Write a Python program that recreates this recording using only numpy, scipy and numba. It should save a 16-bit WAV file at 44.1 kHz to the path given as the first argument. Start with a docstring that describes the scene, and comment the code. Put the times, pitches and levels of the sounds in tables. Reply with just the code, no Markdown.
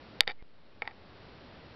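"""Handling clicks on a small camera, close and dry, as it is carried round a metal sculpture in a quiet room.
Impacts and friction excite the damped modes of one casing: a hard snap, a clack that drags into a
short scrape and, after a tiny rubbing squeak, two softer clacks. The snap overloads the recorder:
its gain ducks, and the room hiss creeps back over the next second."""
import sys
import numpy as np
from scipy import signal
from scipy.fft import rfft, irfft
from scipy.io import wavfile
from numba import njit

SR = 44100
rng = np.random.default_rng(int(sys.argv[2]) if len(sys.argv) > 2 else 0)


def wav_record(signal):
    """Record a signal, one row per channel, as 16-bit PCM in the file named by sys.argv[1]."""
    frames = np.transpose(np.atleast_2d(signal))
    bounded = np.clip(frames, -1, 1)
    # unit amplitude maps onto the largest positive 16-bit level
    quanta = np.round(bounded * 32767).astype(np.int16)
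    wavfile.write(sys.argv[1], SR, quanta)


N = 77175

# Spectrum of the room's air noise: f/Hz, relative level/dB
HISS_SPECTRUM = [(25, -9), (60, -3), (100, 0), (140, -4.5), (240, -2.5), (360, -6), (540, -6), (800, -11),
                 (1500, -14), (2600, -18), (4200, -19.5), (5300, -22.5)]
# Impacts on the casing: t/s, level/dB, thud f/Hz, thud level/dB, knock f/Hz, treble level/dB,
# knock T60/s, ring level/dB, room level/dB
IMPACTS = [(0.2065, 1.5, 800, -21, 1985, 2.5, 0.0057, -2, -11.5),
           (0.2763, -3, 458, -22, 1965, -1, 0.012, 1, -9.5),
           (0.8205, -10, 840, -13, 2160, -18, 0.011, 2, -8),
           (0.8755, -15, 830, -10, 1950, -10, .013, -13, -5.5)]
# Bright, heavily damped resonances of the contact: f/Hz, level/dB, T60/s
CRACK_MODES = [(3765, 1, 0.006), (3940, -1, 0.0027), (4550, -2.5, 0.0065)]
# Normal modes of the casing: f/Hz, level/dB, T60/s
CASING_MODES = [(490, -20.5, 0.03), (634, -27.5, 0.057), (795, -22, .03), (877, -22.5, 0.031),
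                (1290, -28, .035), (1850, -19, 0.028), (2100, -20.5, 0.012), (2210, -19, 0.023),
                (2393, -29, 0.036), (2920, -25.5, 0.03), (3687, -19, 0.026), (3560, -32.5, 0.013),
                (4680, -24, .03)]
# Spectrum of the room's reflections: f/Hz, level/dB
ROOM_SPECTRUM = [(150, -10.5), (450, -1.5), (850, 10), (1400, 4.5), (2200, -6), (4500, -16.5)]
# Stretches of rubbing: start t/s, end t/s, level/dB, thud level/dB, treble level/dB
RUBBING = [(0.21, 0.223, -37.5, -9, -7.5), (0.271, 0.316, -26, -8, -13), (0.842, 0.918, -51.5, -1.5, -15)]
# Small slips and rattles after the impacts: t/s, level/dB, treble level/dB
SLIPS = [(0.2243, -29, -6), (0.2335, -24.5, -10), (0.2853, -23, -4), (0.2914, -19, -11),
         (0.2971, -20.5, -2), (0.3, -20, -6.5), (0.3084, -24, 0), (0.3161, -23.5, -3), (0.3182, -30, 1),
         (0.8536, -31.5, -17), (0.9105, -36.5, -12)]


def undb(db):
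    """Logarithmic level: 20 dB is a factor of ten in amplitude."""
    return 10 ** (np.asarray(db) / 20)


def colour(x, points, size=8192):
    """Minimum-phase filtering through points of f/Hz, level/dB."""
    hz, db = np.array(points, float).T
    freq = np.maximum(np.arange(size // 2 + 1) * SR / size, 1)
    gain = undb(np.interp(np.log(freq), np.log(hz), db))
    cepstrum = irfft(np.log(gain))
    cepstrum[1:size // 2] *= 2  # folding onto positive time makes the filter causal
    cepstrum[size // 2 + 1:] = 0
    return signal.fftconvolve(x, irfft(np.exp(rfft(cepstrum))))[:N]


def hiss(level_db=-50.5):
    """Stationary random noise: the air of the room, strongest in the bass."""
    air = colour(rng.standard_normal(N), HISS_SPECTRUM)
    return undb(level_db) * air / air.std()


def impulse(at, db):
    """A hard contact acts as an impulse of force, equally strong at all frequencies."""
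    return undb(db) * (np.arange(N) == int(at * SR))


def ring(force, modes):
    """Modal superposition: a force drives damped sinusoids, successive ones opposite in sign."""
    t = np.arange(SR // 8) / SR
    response = sum((-1) ** k * undb(db) * np.sin(2 * np.pi * hz * t) * 1000 ** (-t / t60)
                   for k, (hz, db, t60) in enumerate(modes))
    return signal.fftconvolve(force, response)[:N]


def casing(force, thud_hz, thud_db, knock_hz, knock_t60, treble_db, ring_db):
    """Resonance: a thud and knock set by the place of contact, a bright crack and the casing's ring."""
    contact_modes = [(thud_hz, thud_db, 0.021), (knock_hz, -3, knock_t60)] + CRACK_MODES
    body = ring(force, contact_modes) + undb(ring_db) * ring(force, CASING_MODES)
    return colour(body, [(2550, 0), (3430, treble_db)])  # a softer contact dulls the treble


def room(x, t60_s=0.087, build_s=0.0021, gain_db=-8.5):
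    """Reverberation: diffuse reflections build up quickly and decay exponentially."""
    t = np.arange(SR // 3) / SR
    tail = rng.standard_normal(len(t)) * 1000 ** (-t / t60_s) * (1 - np.exp(-t / build_s))
    reflections = signal.fftconvolve(x, tail / np.linalg.norm(tail))[:N]
    return undb(gain_db) * colour(reflections, ROOM_SPECTRUM)


def lag(x, seconds):
    """First-order relaxation smooths a signal with the given time constant."""
    keep = np.exp(-1 / (seconds * SR))
    return signal.lfilter([1 - keep], [1, -keep], x)


@njit
def duck(x, threshold, depth_db, hold_s, recover_db_per_s):
    """Feedback control: overload sets the full attenuation in dB, which holds, then falls steadily."""
    cut_db, cut, wait = np.zeros(len(x)), 0., 0.
    for i in range(len(x)):
        if abs(x[i]) * 10 ** (-cut / 20) > threshold:
            cut, wait = depth_db, hold_s
        wait -= 1 / SR
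        if wait < 0:
            cut = max(cut - recover_db_per_s / SR, 0.)
        cut_db[i] = cut
    return cut_db


def gain_control(x, depth_db=12.5, attack_s=0.0008, offset_decay_s=0.45):
    """Automatic gain control: overload ducks the gain and shifts the zero line during the hold."""
    cut_db = duck(x, threshold=0.5, depth_db=depth_db, hold_s=0.2185, recover_db_per_s=15.5)
    offset = 0.011 * (cut_db >= depth_db)  # drops back with a soft pop
    return x * undb(-lag(cut_db, attack_s)) + offset - lag(offset, offset_decay_s)


def scrape(t, grains_per_s=1500):
    """Sliding friction: dense random impulses and a few distinct slips drive the casing."""
    grains = rng.standard_normal(N) * (rng.random(N) < grains_per_s / SR)
    contacts = [(undb(db) * grains * (t > start) * (t < end), thud_db, treble_db)
                for start, end, db, thud_db, treble_db in RUBBING]
    contacts += [(impulse(at, db), -14, treble_db) for at, db, treble_db in SLIPS]
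    return sum(casing(force, thud_hz=855, thud_db=thud_db, knock_hz=2054, knock_t60=0.01,
                      treble_db=treble_db, ring_db=5.5) for force, thud_db, treble_db in contacts)


def squeak(t, start_s=0.3656, end_s=0.426, start_hz=2260, sag_hz_per_s=3360, level_db=-47.95):
    """Frictional oscillation: a faint, unsteady tone swells as its pitch sags, then stops abruptly."""
    flutter = lag(lag(rng.standard_normal(N), 0.0008), 0.0008)
    swell = np.interp(t, [start_s, end_s], [0, 1], right=0)
    hz = start_hz - sag_hz_per_s * (t - start_s)
    tone = np.sin(2 * np.pi * np.cumsum(hz) / SR)
    return undb(level_db) * swell * (1 + flutter / flutter.std()) * tone


def scene(friction_room_db=-10):
    """Superposition: close clicks, scrape and squeak add to their reflections and the hiss."""
    t = np.arange(N) / SR
    air = hiss()
    direct = scrape(t) + squeak(t)
    to_room = undb(friction_room_db) * direct
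    for at, db, thud_hz, thud_db, knock_hz, treble_db, knock_t60, ring_db, room_db in IMPACTS:
        click = casing(impulse(at, db), thud_hz, thud_db, knock_hz, knock_t60, treble_db, ring_db)
        direct += click
        to_room += undb(room_db) * click
    return (direct + room(to_room) + air)[None]


def record(dry, ceiling=0.86):
    """Band limiting and saturation: after gain control, treble is cut and the highest peaks clip."""
    slope = signal.butter(6, 5002, fs=SR, output="sos")
    band_edge = signal.cheby1(10, 0.3, 5595, fs=SR, output="sos")
    top_cut = signal.ellip(8, 0.2, 70, 17000, fs=SR, output="sos")
    narrow = signal.sosfilt(np.vstack([slope, band_edge]), gain_control(dry[0]))
    return signal.sosfilt(top_cut, np.clip(narrow, -ceiling, ceiling))[None]


dry = scene()
out = record(dry)
wav_record(out)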